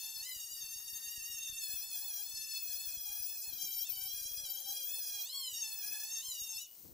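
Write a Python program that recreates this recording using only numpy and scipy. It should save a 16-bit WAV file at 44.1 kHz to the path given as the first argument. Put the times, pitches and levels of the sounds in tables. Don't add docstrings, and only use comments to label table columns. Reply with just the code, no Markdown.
import sys
import numpy as np
from scipy import signal
from scipy.io import wavfile

SR = 44100
rng = np.random.default_rng(int(sys.argv[2]) if len(sys.argv) > 2 else 0)


def transcribe(signal):
    frames = np.atleast_2d(signal).T
    limited = np.clip(frames, -1, 1)
    pcm = np.round(limited * 32767).astype(np.int16)
    wavfile.write(sys.argv[1], SR, pcm)


N = 305613

# f/Hz, left-right correlation
PORT_LIKENESS = [(60, 0.01), (180, 0.97), (550, 0.94), (1650, 1), (4970, 0.87), (15000, 0.27)]
POWER_OFF_S, CUTOFF_HZ = 6.625, 15600
HOP = 40


def from_db(db):
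    return 10 ** (np.asarray(db) / 20)


def rms_one(x):
    return x / np.sqrt(np.mean(x ** 2) + 1e-20)


def filtered(x, order, hz, kind):
    return signal.sosfilt(signal.butter(order, hz, kind, fs=SR, output="sos"), x)


def in_time(rows):
    s, *columns = np.transpose(rows)
    return [np.interp(np.arange(N) / SR, s, c) for c in columns]


def at_hz(points, hz):
    freqs, values = np.transpose(points)
    return np.interp(np.log(hz), np.log(freqs), values)


def coarse_time():
    return np.arange(N // HOP + 2) * HOP / SR


def fill_in(coarse):
    return np.interp(np.arange(N) / HOP, np.arange(len(coarse)), coarse)


def coarse_drift(hz):
    pole = np.exp(-2 * np.pi * HOP * hz / SR)
    noise = rng.standard_normal(N // HOP + 2002)
    return rms_one(signal.lfilter([1], [1, -2 * pole, pole * pole], noise)[2000:])


def drift(hz):
    return fill_in(coarse_drift(hz))


def bell(t, s, half_s):
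    return np.exp(-.5 * ((t - s) / max(half_s, .005)) ** 2)


def panned(x, hz, pan_db):
    # f/Hz, factor on the pan
    lean = [(300, 0.058), (1500, 0.034), (4000, 0.44), (8000, 0.24), (15000, 2.57)]
    gain = from_db(at_hz(lean, hz) * pan_db / 2) * np.ones(N)
    return x * np.array([gain, 1 / gain])


def banded_noise(spectrum, flicker_db, pan_db):
    total, shared_flicker = 0, drift(20)
    edges = 250 * 2 ** np.arange(0, 6.1, .5)
    white = rng.standard_normal((2, 2, N))
    for k, (low, high) in enumerate(zip(edges, edges[1:])):
        mid, side = filtered(white[k % 2], 2, [low, high], "band")
        hz = np.sqrt(low * high)
        alike = at_hz(PORT_LIKENESS, hz)
        band = np.sqrt(1 + alike) * mid + np.sqrt(1 - alike) * side * [[1], [-1]]
        level_db = at_hz(spectrum, min(hz, CUTOFF_HZ)) + flicker_db * (.5 * shared_flicker + drift(8.6))
        total += panned(from_db(level_db) * band, hz, pan_db)
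    return rms_one(total)


def fading_tone(phase, hz, steady, fade_hz, rasp, rasp_hz):
    wander = [coarse_drift(fade_hz) + rasp * coarse_drift(rasp_hz) for _ in range(4)]
    alike = at_hz(PORT_LIKENESS, hz)
    scattered = np.sqrt((1 - steady ** 2) / (1 + rasp ** 2))
    mid = np.sqrt(1 + alike) * (steady * np.sqrt(2) + scattered * (wander[0] + 1j * wander[1]))
    side = np.sqrt((1 - alike) / (1 + rasp ** 2)) * (wander[2] + 1j * wander[3])
    envelope = np.array([fill_in(mid + side), fill_in(mid - side)])
    return np.real(envelope * np.exp(1j * phase)) / np.sqrt(2)


def lifts():
    # t/s, rise/s, beat rate gained/Hz, beat change/dB
    easings = [(0.221, 0.061, 106, 0.5), (3.832, 0.028, 119, -4.5), (5.239, 0.13, 248, -2),
               (6.209, .056, 155, 3), (6.572, 0.05, 88, -2.5)]
    gained_hz, change_db = 0, 0
    for s, rise_s, gain_hz, beat_db in easings:
        age = np.clip((coarse_time() - s) / rise_s, 0, None)
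        shape = (age * np.exp(1 - age)) ** 2
        gained_hz += gain_hz * shape
        change_db += beat_db * shape
    return fill_in(gained_hz), fill_in(change_db)


def beat_rate(gained_hz):
    # t/s, beat rate/Hz
    dragged = [(0.0, 873), (0.111, 892), (0.186, 870), (0.251, 915), (0.455, 924), (0.524, 961),
               (0.667, 892), (0.799, 927), (1.081, 921), (1.14, 944), (1.215, 902), (1.281, 944),
               (1.389, 913), (1.449, 919), (1.512, 891), (1.583, 913), (1.649, 858), (1.748, 865),
               (1.799, 826), (1.883, 887), (1.964, 826), (2.05, 867), (2.101, 830), (2.191, 807),
               (2.278, 866), (2.32, 863), (2.35, 880), (2.55, 874), (2.736, 841), (2.817, 859),
               (2.867, 859), (2.897, 832), (2.939, 847), (3.038, 836), (3.074, 820), (3.215, 833),
               (3.316, 859), (3.388, 836), (3.463, 859), (3.505, 842), (3.529, 808), (3.565, 832),
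               (3.592, 783), (3.652, 807), (3.679, 782), (3.825, 787), (3.846, 765), (3.867, 801),
               (3.894, 790), (3.918, 762), (3.999, 775), (4.071, 765), (4.146, 828), (4.25, 798),
               (4.31, 829), (4.418, 826), (4.508, 771), (4.559, 787), (4.714, 800), (4.744, 826),
               (4.804, 802), (4.876, 821), (4.96, 872), (4.996, 847), (5.208, 812), (5.295, 853),
               (5.534, 845), (5.603, 873), (5.672, 849), (5.795, 855), (5.837, 824), (5.974, 853),
               (6.043, 856), (6.115, 906), (6.208, 904), (6.232, 934), (6.265, 901), (6.42, 929),
               (6.588, 880), (6.66, 912)]
    free_hz, run_down_hz_per_s, judder = 1000, 2680, .008
    off_s = np.clip(np.arange(N) / SR - POWER_OFF_S, 0, None)
    beat_hz = in_time(dragged)[0] + gained_hz - run_down_hz_per_s * off_s
    load = np.clip(free_hz - beat_hz, 0, None)
    return beat_hz * (1 + judder * load / load.mean() * drift(hz=33.8))


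def buzz(beat_phase, mean_hz, top_db, pan_db):
    # multiple, level/dB
    overtones = [(1, -26), (2, -21), (3, -7), (4, -8), (5, -9.5), (6, -6.5), (7, -4), (8, -8), (9, -6.5),
                 (10, -11.5), (11, -8), (12, -6), (13, -4), (14, -5), (15, -13.5), (16, -7.5), (17, -18.5),
                 (19, -18)]
    # t/s, multiple, change/dB, half length/s
    swells = [(0.11, 1, 1, 0.45), (0.29, 2, 17.5, 0.033), (0.793, 5, 7.5, 0.43), (1.135, 2, 9, 0.21),
              (1.27, 3, 6.5, 0.19), (1.49, 1, -13, 0.14), (1.503, 4, 7, 0.076), (2.088, 1, 5.5, 0.12),
              (2.304, 3, -10.5, 0.055), (2.513, 3, 7, 0.13), (2.554, 1, -11.5, 0.17), (2.498, 4, -2, 0.04),
              (2.552, 5, 4.5, 0.17), (3.098, 1, 7, .08), (3.1, 4, 2, 0.37), (3.4, 4, -15, 0.068),
              (3.903, 2, -2, 0.15), (4.0, 1, 7, 0.068), (3.984, 4, 4, 0.34), (4.265, 1, -13, 0.065),
              (4.634, 1, 11, 0.12), (4.66, 3, -8, 0.1), (4.796, 4, 4.5, 0.5), (5.356, 7, -4.5, 0.063),
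              (5.365, 8, -7, 0.03), (5.374, 9, -6, 0.04), (5.369, 4, 9, 0.032), (5.377, 6, -18.5, 0.094),
              (5.425, 3, 7, 0.031), (5.883, 3, 7, 0.085), (5.967, 2, 12.5, 0.12), (6.493, 2, -11, 0.17),
              (6.54, 1, 7, .04), (6.633, 1, -12, 0.029)]
    t, beat = coarse_time(), 0
    for k, level_db in overtones:
        treble = np.clip((k - 7) / 4, 0, 1)
        steady = .78 - .1 * treble
        phase = k * beat_phase + rng.uniform(0, 2 * np.pi)
        tone = fading_tone(phase, k * mean_hz, steady, fade_hz=10.2 + 3.07 * k, rasp=.67, rasp_hz=42.4)
        bumps = (db * bell(t, s, half_s) for s, multiple, db, half_s in swells if round(multiple) == k)
        swell_db = fill_in(sum(bumps, 0 * t))
        beat += panned(from_db(level_db + swell_db + top_db * treble) * tone, k * mean_hz, pan_db)
    return beat


def panel(x):
    # f/Hz, width/Hz, gain/dB
    resonances = [(944, 32, -12.5), (1370, 47, 3), (2035, 19, 12), (2220, 990, -8.5), (2684, 23, 5),
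                  (3658, 20, 6.5), (4347, 25, 8), (5020, 57, 4.5), (5940, 37, -2), (6400, 53, 11),
                  (8700, 98, -13.5)]
    for hz, width_hz, gain_db in resonances:
        gain, damping = from_db(gain_db / 2), np.pi * width_hz / SR
        tuning = -2 * np.cos(2 * np.pi * hz / SR)
        x = signal.lfilter([1 + damping * gain, tuning, 1 - damping * gain],
                           [1 + damping / gain, tuning, 1 - damping / gain], x)
    return x


def sheet_ring(x):
    sheet_t60_s, clang_t60_s = .15, .36
    t = np.arange(int(.5 * SR)) / SR
    decays = from_db(-60 * t / [[sheet_t60_s], [sheet_t60_s], [clang_t60_s]])
    mid, side, clang = rng.standard_normal((3, len(t))) * decays
    side = filtered(side, 1, 6000, "high")
    sheet = filtered([mid + .21 * side, mid - .13 * side], 1, [1630, 7300], "band")
    clang = filtered(clang, 2, [2860, 3040], "band")
    tail = (from_db(-4) * sheet + from_db(-3) * clang) / np.sqrt(np.sum(mid ** 2))
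    return x + signal.fftconvolve(x, tail, axes=1)[:, :N]


def wire_scrape(beat_phase, pan_db):
    # f/Hz, relative density/dB
    spectrum = [(300, -24), (900, -23), (1230, -18.5), (1420, -5), (1800, -26.5), (2800, -23), (4400, -11),
                (6000, -14.5), (8500, -12.5), (10700, -1.5), (15500, -5)]
    swish = 1 + .61 * np.cos(beat_phase)
    return swish * banded_noise(spectrum, flicker_db=2.4, pan_db=pan_db)


def motor_whine(beat_phase, mean_hz, pan_db):
    multiple = 18
    tone = fading_tone(multiple * beat_phase, multiple * mean_hz,
                       steady=.85, fade_hz=12, rasp=1, rasp_hz=60)
    level_db = -44 + .8 * drift(hz=3.8)
    return panned(from_db(level_db) * tone, multiple * mean_hz, pan_db)


def grinder():
    # t/s, beat/dB, shift of the top overtones/dB, scrape/dB, leftward pan/dB
    contact = [(0.0, -47.5, -3.5, -53, 2.5), (0.94, -53, 0.5, -53.5, 5), (1.62, -49, -1.5, -55, 2.5),
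               (2.21, -50.5, -1.5, -55, 2.5), (2.36, -48, -4.5, -55.5, 3), (3.11, -50.5, -0.5, -54.5, 2.5),
               (3.48, -51, -1, -57.5, 2.5), (3.56, -53, -12, -52, 2.5), (3.63, -49, -5, -56, 4),
               (4.09, -50, -3, -54.5, 2.5), (4.22, -51, 1.5, -55.5, 2), (4.55, -51, -5.5, -55, 4.5),
               (4.98, -48, 1, -56.5, 1), (5.24, -46.5, -8, -52, 2), (5.35, -44, -4, -55.5, 2.5),
               (5.88, -48.5, -3.5, -53.5, 2), (6.19, -45, -7.5, -52.5, 1), (6.25, -50.5, -4, -55, 2),
               (6.62, -46.5, -3, -54.5, 4)]
    beat_db, top_db, scrape_db, pan_db = in_time(contact)
    gained_hz, lift_db = lifts()
    scrape_db += .5 * gained_hz / 100
    top_db -= gained_hz / 100
    beat_db += lift_db + 1.5 * drift(hz=15)
    racing_hz_per_s = np.clip(np.gradient(gained_hz) * SR, 0, None)
    beat_db -= .5 * racing_hz_per_s / 1000
    beat_hz = beat_rate(gained_hz)
    beat_phase = 2 * np.pi * np.cumsum(beat_hz) / SR
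    beat = from_db(beat_db) * buzz(beat_phase, beat_hz.mean(), top_db, pan_db)
    scrape = from_db(scrape_db) * wire_scrape(beat_phase, pan_db)
    whine = motor_whine(beat_phase, beat_hz.mean(), pan_db)
    off_s = np.clip(np.arange(N) / SR - POWER_OFF_S, 0, None)
    running = from_db(-500 * off_s)
    return sheet_ring(panel(running * beat)) + running * whine + running ** .5 * scrape


def air_puffs():
    # t/s, peak before the sag/dB, port (-1 left, +1 right)
    strong_puffs = [(0.168, -54.5, 1), (0.366, -50, 1), (0.533, -57, 1), (0.641, -53, -1),
                    (0.762, -51.5, 1), (0.933, -51, 1), (1.18, -47, 1), (1.302, -51, 1), (1.345, -52, 1),
                    (1.5, -47, 1), (1.528, -48.5, 1), (1.695, -53.5, 1), (1.74, -45.5, 1), (1.984, -57, 1),
                    (2.342, -51.5, 1), (2.695, -51, 1), (2.752, -53.5, 1), (2.874, -52, 1), (2.974, -46, 1),
                    (3.102, -51, 1), (3.204, -48, 1), (3.311, -56, 1), (3.477, -51, -1), (3.495, -52, 1),
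                    (3.822, -54, 1), (3.927, -52, 1), (3.972, -52, 1), (4.024, -50, 1), (4.056, -51, 1),
                    (4.142, -51, -1), (4.215, -51, -1), (4.256, -49, -1), (4.316, -49.5, -1),
                    (4.377, -48.5, -1), (4.406, -51, 1), (4.438, -50, 1), (4.939, -52, 1), (4.991, -55, 1),
                    (5.158, -56, 1), (5.528, -53, 1), (6.286, -51.5, -1), (6.419, -47, 1), (6.562, -54, 1)]
    rise_ms, sag_hz, leak = 1.94, 21.2, .03
    weak_per_s = 28 * np.array([[.3], [.7]])
    age = np.arange(int(.02 * SR)) / (rise_ms * SR / 1000)
    push = age * np.exp(1 - age)
    strong = np.zeros((2, N))
    for s, peak_db, port in strong_puffs:
        strong[int(port > 0), round(s * SR) - np.argmax(push)] = -from_db(peak_db)
    t = np.arange(N) / SR
    lull = (t > 4.9) & (t < 6.25) | (t > POWER_OFF_S)
    arrivals = rng.random((2, N)) < weak_per_s / SR
    weak = arrivals * -from_db(-63.5 - 11 * lull + 4.5 * rng.standard_normal((2, N)))
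    pressure = signal.fftconvolve(strong + leak * strong[::-1] + weak, push[None], axes=1)[:, :N]
    return filtered(pressure, 2, sag_hz, "high")


def wind():
    # t/s, peak/dB, half length/s
    gusts = [(2.102, -82, 0.25), (3.534, -64.5, 0.016), (3.658, -69.5, 0.041), (4.204, -82, .3),
             (4.644, -83, 0.071), (5.005, -95, .2), (5.875, -73, 0.058), (6.808, -71, 0.037),
             (6.856, -52, 0.0086), (6.92, -55, 0.025)]
    rumble = filtered(rng.standard_normal((2, N)), 2, [60, 330], "band")
    lumps = from_db([4 * drift(hz=25) + 5, 4 * drift(hz=25)])
    gusting = fill_in(sum(from_db(db) * bell(coarse_time(), s, half_s) for s, db, half_s in gusts))
    return (from_db(-87) + gusting) * rms_one(rumble * lumps)


def far_drone():
    # t/s, f/Hz, level/dB
    glide = [(3.7, 614, -100), (4.1, 572, -87.5), (4.5, 551, -73.5), (4.9, 529, -76.5), (5.4, 503, -88),
             (6.2, 493, -92.5), (6.93, 494, -91)]
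    hz, level_db = in_time(glide)
    return np.sqrt(2) * from_db(level_db + 2 * drift(hz=16)) * np.sin(2 * np.pi * np.cumsum(hz) / SR)


def coasting():
    # t/s, hiss/dB, tick rate/Hz
    coast = [(6.6, -82, 120), (6.67, -53, 147), (6.72, -48.5, 106), (6.79, -48, 170), (6.87, -49, 180),
             (6.93, -54, 200)]
    # f/Hz, relative density/dB
    spectrum = [(900, -25.5), (1400, -34), (2900, -28), (4400, -22.5), (6000, -15.5), (8100, -15),
                (11000, -7), (14100, -5.5), (15500, -10)]
    # t/s, f/Hz, level/dB
    glide = [(6.83, 15300, -90), (6.85, 15000, -68), (6.89, 12900, -65), (6.91, 12000, -90)]
    hiss_db, tick_hz = in_time(coast)
    cycle = np.cumsum(tick_hz * (1 + .11 * drift(hz=41))) / SR
    ticks = (.5 + .5 * np.cos(2 * np.pi * cycle)) ** 4 * from_db(2 * drift(hz=60))
    hiss = banded_noise(spectrum, flicker_db=0, pan_db=4)
    body = filtered(hiss, 2, 11500, "low") * (.85 + .3 * ticks)
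    top = filtered(hiss, 2, 11500, "high") * (.8 + .9 * ticks)
    hz, whistle_db = in_time(glide)
    whistle = from_db(whistle_db) * np.sin(2 * np.pi * np.cumsum(hz) / SR)
    started = np.arange(N) / SR > coast[0][0]
    return started * (whistle + from_db(hiss_db) * (body + top))


def scene():
    return grinder() + coasting() + air_puffs() + wind() + far_drone()


def record(dry):
    return signal.sosfilt(signal.ellip(12, .5, 80, CUTOFF_HZ, fs=SR, output="sos"), dry)


dry = scene()
out = record(dry)
transcribe(out)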